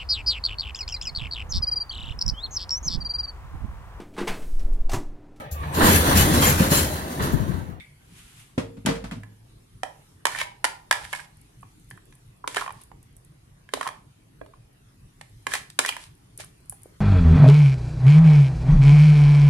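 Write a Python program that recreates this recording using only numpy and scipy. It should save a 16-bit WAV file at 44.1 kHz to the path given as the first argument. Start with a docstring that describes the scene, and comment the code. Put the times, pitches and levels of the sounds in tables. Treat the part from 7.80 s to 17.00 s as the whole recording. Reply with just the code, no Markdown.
"""A small kitchen, close up in stereo: a spoon knocks, bounces and scrapes in a plastic food tub.
A dying clink and soft rubs come first, then dull thuds as things are set down on the counter.
Blows are sums of dying modes with bursts of contact noise; scrapes drive wall resonators with random slips.
Moist food ticks as short treble bursts and plops as soft low pushes.
An appliance rumbles over faint hiss, both made of coloured noise; sparse echoes give the room.
"""
import sys
import numpy as np
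from scipy import signal
from scipy.fft import rfft, irfft, next_fast_len
from scipy.io import wavfile
from scipy.ndimage import uniform_filter1d

SR = 44100
rng = np.random.default_rng(int(sys.argv[2]) if len(sys.argv) > 2 else 0)


def digitize_waveform(pressure):
    """Quantize a signal to 16-bit integers and store it at the path in sys.argv[1].

    Rows of a 2-D input are taken as channels; values are limited to [-1, 1].
    """
    field = np.atleast_2d(pressure).T
    bounded = np.clip(field, -1, 1)
    quanta = np.round(bounded * 32767).astype(np.int16)
    wavfile.write(sys.argv[1], SR, quanta)


N = 405940
LIFTED_S = 3.5  # until then the tub stands on the counter, which muffles its hollow


def amp(db):
    """Turns decibels into a gain."""
    return 10 ** (np.asarray(db) / 20)


def evened(x):
    """Brings a signal to an rms of 1."""
    return x / np.sqrt(np.mean(x ** 2) + 1e-20)


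def read(points, hz):
    """Reads a curve between its points, along log frequency."""
    f, value = np.transpose(points)
    return np.interp(np.log(hz + 1), np.log(f + 1), value)


def add(mix, s, sound):
    """Lays a stereo sound into the mix at s seconds."""
    part = mix[:, round(s * SR):][:, :sound.shape[1]]
    part += sound[:, :part.shape[1]]


def coloured(x, points):
    """Filters by a spectrum in dB."""
    hz = np.fft.rfftfreq(x.shape[-1], 1 / SR)
    return irfft(rfft(x) * amp(read(points, hz)), x.shape[-1])


def sides(pan_db):
    """Left and right gains that differ by pan_db."""
    return amp([[pan_db / 2], [-pan_db / 2]])


# how the tub's modes reach the pair: (frequency [Hz], left-right level while standing [dB],
# left-right level once lifted [dB], mean phase lead of the left [rad], its scatter [rad])
REACH = [(408, 1.5, -1.5, 2, 0.68), (750, -4, -10, 0.8, 5.4), (1080, -1.5, -4, 0.91, 0.44),
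         (1730, -12, -6, -0.61, 0.56), (2330, 2, -2.5, -2.1, 0.9), (3440, 3.5, 1.5, 1.5, 0.79)]


def reach(hz, s):
    """Balance, phase lead and phase scatter between the microphones for a mode of the tub."""
    at, standing_db, lifted_db, lead, scatter = np.transpose(REACH)
    lean_db = standing_db if s < LIFTED_S else lifted_db
    return [read(np.c_[at, value], hz) for value in (lean_db, lead, scatter)]


CREST_S = .0014  # time to the crest of a blow, before the contact lengthens it


def ring(modes, seconds, near_hz=None, rise=0.0012, scatter_db=2.5, detune=0.035, s=None, far_db=0):
    """Dying modes, peak 1; their phases and, for the tub, levels differ between the microphones."""
    hz, db, t60 = np.transpose(modes)[:, :, None]
    t = np.arange(round(seconds * SR)) / SR
    u, v, w, start = rng.standard_normal((len(modes), 4)).T[:, :, None]
    swell = 1 - np.exp(-t / rise)
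    lean_db = 0
    apart = np.minimum(hz / 364.0, 2.1) * w
    start = 1.2 * start
    if near_hz:  # the blow favours the modes of the wall that it strikes; they gather into one sharp crest
        octaves = np.log2(hz / near_hz)
        db = db - np.minimum(45 * octaves ** 2, far_db) - 2.5 * np.maximum(octaves - .6, 0)
        crest = CREST_S + 4 * rise  # a long contact swells more slowly and gathers less
        swell = 1 - np.exp(-(t / crest) ** 3)
        start = .3 * crest / CREST_S * start + np.pi / 2 - 2 * np.pi * hz * crest
    if s:
        lean_db, lead, scatter = reach(hz, s)
        apart = lead + scatter * w
    db = db - 10 * np.log10(1 + (hz * rise) ** 4)  # a long contact cannot drive the quick modes
    size = amp(db + scatter_db * u - 60 * t / t60) * swell
    turn = 2 * np.pi * hz * (1 + detune * v) * t + start
    out = np.array([(size * amp(side * lean_db / 2) * np.sin(turn + side * apart / 2)).sum(0)
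                    for side in (1, -1)])
    return out / abs(out).max(1).mean()


def crack(t60, colour, over_s=0.011):
    """A short burst of contact noise, level 1 over its first moments, little shared by the microphones."""
    size = min(next_fast_len(round(1.3 * t60 * SR)), 4096)
    t = np.arange(size) / SR
    noise = rng.standard_normal((3, size))
    burst = coloured(noise[:2] + 0.098 * noise[2], colour) * amp(-60 * t / t60)
    burst = burst * (1 - np.exp(-t / .0006))  # a soft onset
    return burst / np.sqrt(np.mean(burst[:, t < over_s] ** 2))


# spectrum of rumble and hiss: (frequency [Hz], relative level [dB per Hz])
ROOM_TONE = [(15, -32.5), (25, 4.5), (48, -7), (76, -17), (115, -2), (205, -16), (222, -19.5), (282, -17.5),
             (441, -24), (544, -29.5), (1140, -30), (7770, -39.5), (9340, -35), (13500, -43)]
TONE_DB = -53  # rms
# how alike the two microphones hear the room: (frequency [Hz], left-right likeness [-1 to 1])
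TONE_SAME = [(60, 0.99), (180, 0.97), (550, -0.22), (1650, -0.13), (4970, -0.18), (15000, 0.29)]
# swell of the treble, scaled down for the room tone and in full for faint ticks: (time [s], level [dB])
TREBLE = [(0, 9), (1.9, 0.5), (2.249, 18.5), (2.449, -2.5), (3.6, 9.5), (4.45, 3.5), (4.601, -7),
          (7.151, -9), (7.6, 7), (8.5, -2.5), (9.2, 11.5)]


def room_tone():
    """Rumble and hiss as noise spectra with drifting patches; the treble swells and sinks."""
    frames = (N // 256 + 5) // 2
    hz = np.fft.rfftfreq(2048, 1 / SR)
    a, b, c, d, patches = rng.standard_normal((frames, len(hz), 5)).T
    patches = evened(uniform_filter1d(uniform_filter1d(patches, 14, 0), 6, 1))
    treble_db = np.interp(np.arange(frames) * 512 / SR, *np.transpose(TREBLE))
    # share of the swell in each band
    lift_db = read([(1500, 0.041), (5000, 0.21), (10000, 0.23)], hz)[:, None] * treble_db
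    top_db = read([(12800, 8.5), (14500, -17.5)], hz)[:, None]  # a steep drop at the top
    same = np.clip(read(TONE_SAME, hz), -1, 1)[:, None]
    left, other = a + 1j * b, c + 1j * d
    z = np.array([left, same * left + np.sqrt(1 - same ** 2) * other])
    z *= amp(read(ROOM_TONE, hz)[:, None] + 2.7 * patches + lift_db + top_db)
    return amp(TONE_DB) * evened(signal.istft(z, nperseg=2048, noverlap=1536)[1][:, :N])


# a clink already dying: (frequency [Hz], level [dB], t60 [s])
CLINK = [(2010, -49, 0.33), (2220, -41.5, 0.35), (3570, -44, 0.15)]


def dying_clink():
    """The end of an earlier clink, heard through the room, so each line is a narrow noise."""
    out = np.zeros((2, N))
    t = np.arange(SR // 3) / SR
    for hz, db, t60 in CLINK:
        fuzz = evened(uniform_filter1d(rng.standard_normal((2, len(t))), size=200))
        add(out, 0, amp(db - 60 * t / t60) * fuzz * np.sin(2 * np.pi * hz * t))
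    return out


# a hand or cloth brushing a surface, three rubs: (time [s], level [dB])
RUBS = [(.39, -51), (.49, -62), (0.601, -51.5)]
# tint of the rubbing noise: (frequency [Hz], relative level [dB per Hz])
BRUSH_COLOUR = [(410, -37), (700, -8), (3030, 0.5), (5010, -8.5), (9610, -3), (12700, -10), (14000, -41)]
RUB_RISE_DB_PER_S, RUB_FALL_DB_PER_S = 126, 125


def brush():
    """Soft rubbing is coloured noise that rises and falls at each rub."""
    out = np.zeros((2, N))
    t = np.arange(SR) / SR
    level = 0
    for s, db in RUBS:
        level = level + amp(db + np.minimum(RUB_RISE_DB_PER_S * (t - s), RUB_FALL_DB_PER_S * (s - t)))
    add(out, 0, level * evened(coloured(rng.standard_normal((2, len(t))), BRUSH_COLOUR)))
    return out


# things set down on the counter: (time [s], peak level [dB], clatter over that peak level [dB])
THUDS = [(0.778, -10, -21), (0.968, -32.5, -23), (1.051, -21, -27), (1.065, -14, -10), (1.087, -12, -15.5),
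         (1.105, -19.5, -30), (1.153, -32.5, -8), (1.24, -27.5, -12), (1.317, -25.5, -14.5),
         (1.364, -29, -46)]
# the counter and what stands on it: (frequency [Hz], relative level [dB], t60 [s])
COUNTER = [(51.8, -21, 0.87), (107, -20.5, 1), (137, -6.5, 0.12), (173, 4.5, 0.072), (228.5, 2.5, 0.1),
           (275.6, -3, 0.11), (360, -1.5, 0.047), (460, -12, 0.4), (520, 0.5, 0.06), (602, -5.5, 0.059)]
# spectrum of loose things clattering: (frequency [Hz], relative level [dB per Hz])
CLATTER = [(350, -26), (600, 6.5), (1400, 3), (1540, 2.5), (2280, -0.5), (10200, -15.5), (15000, -33)]


def thuds():
    """Heavy blows ring the counter, gentle ones only its low modes; loose things on it clatter."""
    out = np.zeros((2, N))
    for s, db, clatter_db in THUDS:
        contact_s = 0.0018 * amp(-0.55 * (db + 13.0))  # gentle blows touch for longer
        add(out, s, amp(db) * ring(COUNTER, 0.48, rise=contact_s, scatter_db=3.0, detune=0.00083))
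        add(out, s, amp(db + clatter_db) * sides(0.28) * crack(0.19, CLATTER))
    return out


# spoon on tub: (time [s], peak level of the wall ring [dB], pitch of the struck wall [Hz],
# crack over that peak level [dB])
KNOCKS = [(1.06, -19.5, 523, -5.5), (1.311, -30, 2270, -18), (1.433, -32.5, 1980, -24),
          (2.032, -13, 720, -23.5), (2.453, -4.5, 1360, -16.5), (2.467, -14.5, 1190, -14.5),
          (2.548, -20, 1730, -37.5), (2.558, -24, 1810, -19.5), (2.586, -19.5, 2350, -16.5),
          (2.613, -11.5, 2300, -24), (2.842, -6, 1170, -17), (2.849, -11, 1020, -13), (3.11, -4, 1395, -16),
          (3.125, -10, 1900, -16), (3.328, -18.5, 940, -17), (3.333, -15.5, 2270, -25),
          (3.349, -25, 1796, -16), (3.394, -31, 1870, -31), (3.4, -32, 1940, -16.5),
          (3.829, -35.5, 1010, -38), (4.11, -30.5, 1690, -21.5), (4.175, -38.5, 1370, -36),
          (4.324, -44.5, 1830, -16), (4.641, -24.5, 1087, -54.5), (4.675, -18, 1110, -11),
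          (4.745, -25.5, 1780, -12.5), (4.76, -18.5, 3530, -17), (4.767, -12, 1635, -19.5),
          (4.778, -16.5, 1760, -35), (4.786, -30, 1750, -34.5), (4.795, -30, 1280, -28),
          (4.813, -19, 1150, -30), (4.82, -21, 1100, -43), (4.842, -32, 1060, -45),
          (4.861, -24.5, 860, -33), (4.877, -22.5, 1110, -30), (4.892, -25.5, 983, -31),
          (4.905, -25.5, 1014, -29.5), (5.115, -37.5, 885, -32), (5.889, -34, 1783, -27),
          (5.936, -12.5, 1030, -14.5), (5.972, -26.5, 662, -43), (6.01, -14.5, 1290, -25),
          (6.028, -21.5, 1350, -21), (6.049, -30, 1200, -45), (6.057, -24, 980, -39),
          (6.066, -17.5, 1150, -35), (6.074, -18, 765, -18), (6.087, -21.5, 1170, -22.5),
          (6.613, -28.5, 589, -41), (6.661, -43.5, 904, -20), (6.736, -41, 1103, -38),
          (7.411, -31.5, 1786, -14.5), (7.667, -11, 1830, -21), (7.718, -23, 1700, -35),
          (7.736, -17.5, 2110, -9), (7.752, -18.5, 910, -13), (7.763, -27, 1770, -27.5),
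          (7.9, -52, 3890, 7), (7.989, -7, 1760, -9), (7.998, -19.5, 1168, -31), (8.035, -27, 1760, -42.5),
          (8.048, -13, 1800, -25.5), (8.06, -30.5, 1790, 3), (8.089, -17.5, 3180, -13.5),
          (8.09, -15.5, 2580, -13), (8.123, -25.5, 2340, -33), (8.165, -24, 1040, -18.5),
          (8.599, -36.5, 620, -39), (8.603, -33.5, 1800, -10.5), (8.637, -43, 1310, -29),
          (8.923, -39, 778, -35)]
# walls of the tub: (frequency [Hz], relative level [dB])
TUB = [(620, -7.5), (760, -8.5), (900, -5.5), (1040, -2.5), (1180, -10.5), (1370, -8.5), (1560, -9),
       (1750, -1), (2020, -5), (2350, 0), (2570, -9), (2800, -11.5), (3130, 1), (3690, -6)]
WALL_T60 = .023  # s, for knocked modes up to 1500 Hz; higher ones die sooner
WALLS = [(hz, db, WALL_T60 * min(1500 / hz, 1) ** .5) for hz, db in TUB]
# air and floor of the tub: (frequency [Hz], relative level [dB], t60 [s])
HOLLOW = [(284.3, 1, 0.08), (411, 10.5, 0.037), (513, 11, 0.019)]
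# tub and counter ringing together while it stands: (frequency [Hz], relative level [dB], t60 [s])
STANDING = [(757, -3, 0.12), (828, -9.5, 0.54), (968, -0.5, 0.35), (1044, -4, 0.2)]
STANDING_RING_DB = -20.5  # over the walls, before the rattle
# contact noise of spoon on plastic: (frequency [Hz], relative level [dB per Hz])
CRACK = [(880, -19.5), (1500, -10), (3310, -9.5), (5580, -12.5), (6690, -13.5), (8510, -11.5), (10400, -11),
         (14100, -32.5), (16500, -52)]
# boom over the walls, for a 0 dB blow at 1200 Hz, and its change while standing or on a bounce
BOOM_DB, STANDING_DB, BOUNCE_DB = -3.5, -18.5, -19
BOOM_PER_DB, BOOM_DB_PER_OCTAVE = 0.35, -12.5  # strong blows, and low ones near the floor, boom more
BOUNCE_S, LEAD_DB = .12, 6  # a blow this soon after one as strong, or weaker by less than this, is a bounce


def knocks():
    """Each blow rings the walls, cracks at the contact and booms in the hollow."""
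    out = np.zeros((2, N))
    times, levels = np.transpose(KNOCKS)[:2]
    for s, db, hz, crack_db in KNOCKS:
        standing = s < LIFTED_S
        bounce = any((times < s) & (times > s - BOUNCE_S) & (levels > db - LEAD_DB))
        boom_db = BOOM_DB + BOOM_PER_DB * db + BOOM_DB_PER_OCTAVE * np.log2(hz / 1200)
        boom_db += STANDING_DB * standing + BOUNCE_DB * bounce
        contact_s = 0.000085 * amp(-.4 * (crack_db + 9.5))  # soft blows, with little crack, touch for longer
        far_db = 7.5 - 0.41 * (crack_db + 19.0)  # and leave the far modes weaker, by up to this much
        wall = ring(WALLS, 0.069, hz, rise=contact_s, s=s, far_db=far_db)
        add(out, s - 3 * contact_s, amp(db) * wall)
        if standing:
            buzz = ring(STANDING, .3, detune=0.02, s=s)
            loose = evened(uniform_filter1d(rng.standard_normal(buzz.shape[1]), size=300))
            rattle = 0.54 + 0.84 * loose  # it rattles on the counter
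            add(out, s, amp(db + STANDING_RING_DB) * buzz * rattle)
        add(out, s + CREST_S / 2, amp(db + crack_db) * crack(.018, CRACK))
        add(out, s, amp(db + boom_db) * ring(HOLLOW, 0.04, s=s))
    return out


def scrape(s, rise_s, fall_s, top_db, top_grit_db, first_hz, last_hz):
    """Uneven slips of the spoon drive the wall modes under it, with a grit of fine noise."""
    t = np.arange(-rise_s, fall_s, 1 / SR)
    eased_db = STROKE_ENDS_DB * np.maximum(-t / rise_s, t / fall_s) ** STROKE_BEND
    grit_db = top_grit_db + GRIT_PER_DB * eased_db
    near_hz = np.linspace(first_hz, last_hz, len(t))
    slips = amp(3.5 * np.minimum(rng.exponential(1, len(t)), 3))
    slips = slips * (rng.random(len(t)) < 1500 / SR)  # about 1500 slips a second
    # the stroke stutters
    slips *= amp(3.5 * evened(uniform_filter1d(rng.standard_normal(len(t)), size=250)))
    drive = slips * rng.standard_normal((3, len(t)))
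    wall = 0
    for hz, mode_db, t60 in WALLS:
        hz = hz * rng.normal(1, .025)  # each stroke detunes every mode a little at random
        r = amp(-60 / (1.4 * t60 * SR))  # wall modes ring 1.4 times longer in scrapes, for a clearer pitch
        lean_db, _, scatter = reach(hz, s)
        push = scatter * drive[:2] + 0.92 * drive[2]  # a part for each microphone and a shared part
        mode = signal.lfilter([1, 0, -1], [1, -2 * r * np.cos(2 * np.pi * hz / SR), r * r], push)
        under_db = mode_db - np.minimum(50 * np.log2(hz / near_hz) ** 2, 15)  # favours modes under the spoon
        wall = wall + evened(mode) * sides(lean_db) * amp(under_db)
    rough = 1 + 0.3 * uniform_filter1d(slips, size=40) / slips.mean()
    grit = coloured(rough * rng.standard_normal((2, len(t))), CRACK)
    both = evened(wall) + amp(grit_db) * evened(grit)
    return s - rise_s, amp(top_db + eased_db) * both * signal.windows.tukey(len(t), .15)


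# strokes along the wall: (time of most pressure [s], rise [s], fall [s], level at most pressure [dB],
# grit over ring there [dB], first pitch of the wall [Hz], last pitch of the wall [Hz])
STROKES = [(2.529, 0.062, 0.077, -41, 0.5, 1314, 1918), (2.617, 0.093, 0.036, -22.5, -12.5, 1750, 2500),
           (3.14, 0.011, 0.1, -43.5, -5, 1096, 790), (3.251, .09, 0.03, -35.5, -9, 1600, 1900),
           (3.36, 0.14, 0.11, -49, 5.5, 1800, 1850), (4.688, 0.0081, 0.086, -49.5, 5, 897, 1490),
           (4.785, 0.081, 0.097, -30.5, -7, 1860, 1100), (5.02, 0.22, 0.041, -58, 1, 1000, 1200),
           (6.06, 0.15, 0.047, -42.5, -2, 1296, 1177), (7.747, 0.062, .05, -26, -5.5, 1700, 1500),
           (8.089, 0.053, 0.03, -30, -3.5, 2050, 2580), (8.23, 0.14, 0.066, -64.5, 17, 1586, 1222),
           (8.602, 0.019, 0.046, -48, 9, 1900, 1917)]
STROKE_ENDS_DB, STROKE_BEND = -38.5, 1  # level at both ends of a stroke under its top; 1 is a straight slope
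GRIT_PER_DB = -0.57  # the grit fades less than the ring as pressure eases


def scrapes():
    """Lays out the strokes of the spoon, each with its own pressure and path along the wall."""
    out = np.zeros((2, N))
    for row in STROKES:
        add(out, *scrape(*row))
    return out


# moist food parting: (time [s], level [dB])
TICKS = [(3.614, -50), (4.103, -46.5), (4.352, -53), (4.923, -43.5), (5.015, -44), (5.036, -43.5),
         (5.2286, -50), (5.366, -48), (5.448, -53), (8.5758, -35), (8.6447, -44), (8.8962, -27.5),
         (8.924, -43.5), (9.0324, -44)]
# spectrum of a snap: (frequency [Hz], relative level [dB])
SNAP = [(4000, -28), (7000, -12.5), (10000, 3.5), (12500, -10), (15500, -32.5)]
# fainter ticks fall by chance once the tub is lifted, louder while the treble is up
FAINT_PER_S, FAINT_DB, FAINT_SPREAD_DB = 14, -67., 2.5  # rate, least level before the treble, mean excess


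def ticks():
    """Tiny bright snaps, each a short burst of treble noise."""
    out = np.zeros((2, N))
    lifted_for_s = N / SR - LIFTED_S
    when, size = rng.random((round(FAINT_PER_S * lifted_for_s), 2)).T
    when = LIFTED_S + when * lifted_for_s
    faint_db = FAINT_DB - FAINT_SPREAD_DB * np.log(1 - size) + np.interp(when, *np.transpose(TREBLE))
    for s, db in list(TICKS) + list(zip(when, faint_db)):
        add(out, s, amp(db) * sides(rng.normal(0, 3.)) * crack(.013, SNAP, over_s=.001))
    return out


# morsels of food landing: (time [s], peak level [dB], pitch [Hz])
PLOPS = [(8.587, -44.5, 400), (8.898, -42, 130), (9.058, -34.5, 454)]


def plops():
    """Each morsel lands with one soft push and hardly rings."""
    out = np.zeros((2, N))
    for s, db, hz in PLOPS:
        u = np.arange(0, 4 / hz, 1 / SR) * hz * 2 * np.pi
        push = np.sin(u) * u / 2.46 * np.exp(1 - u / 2.3)
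        add(out, s, amp(db) * push * np.ones((2, 1)))
    return out


# how long the room rings: (frequency [Hz], t60 [s])
KITCHEN = [(200, 0.6), (600, 0.37), (1400, 0.32), (3700, 0.33), (9700, 0.28)]


def kitchen(x):
    """Sparse taps of random sign, each band dying at its own speed, other taps for each microphone."""
    size = SR // 2
    taps = np.zeros((2, size))
    at = np.arange(120, size - 20, 20)
    at = at + rng.integers(0, 20, (2, len(at)))
    np.put_along_axis(taps, at, rng.choice([-1., 1.], at.shape), 1)
    hz, t, z = signal.stft(taps, SR, nperseg=256)
    tail = signal.istft(z * amp(-60 * t / read(KITCHEN, hz)[:, None]), SR, nperseg=256)[1]
    return signal.oaconvolve(x, tail / np.linalg.norm(tail[0]), axes=1)[:, :N]


def scene():
    """Mixes tub, counter and food with their echoes, the rubs, the clink and the room tone."""
    tub = knocks() + ticks() + scrapes()
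    # a small tub radiates no bass
    tub = signal.sosfilt(signal.butter(2, 330., "high", fs=SR, output="sos"), tub)
    near = tub + thuds() + plops()
    # two sets of echoes fade in and out in turn, so the tail keeps no fixed lines
    turn = 2 * np.pi * 1.7 * np.arange(N) / SR
    wet = kitchen(near * np.sin(turn)) + kitchen(near * np.cos(turn))
    # long waves reach both microphones alike
    side = coloured((wet[0] - wet[1]) / 2, [(60, -23.0), (150, -17.5), (400, 0.0)])
    wet = wet.mean(0) + np.array([side, -side])
    return near + amp(-8.5) * wet + brush() + dying_clink() + room_tone()


EDGE_HZ = 16600  # upper band limit


def record(dry):
    """The microphones lose the deepest bass, the loudest peaks are rounded; then the band limit."""
    dry = signal.sosfilt(signal.butter(2, 32., "high", fs=SR, output="sos"), dry)
    dry = 1.3 * np.tanh(dry / 1.3)
    band = signal.firwin(511, EDGE_HZ, window=("kaiser", 12), fs=SR)
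    return signal.oaconvolve(dry, band[None], "same")


dry = scene()
out = record(dry)
digitize_waveform(out)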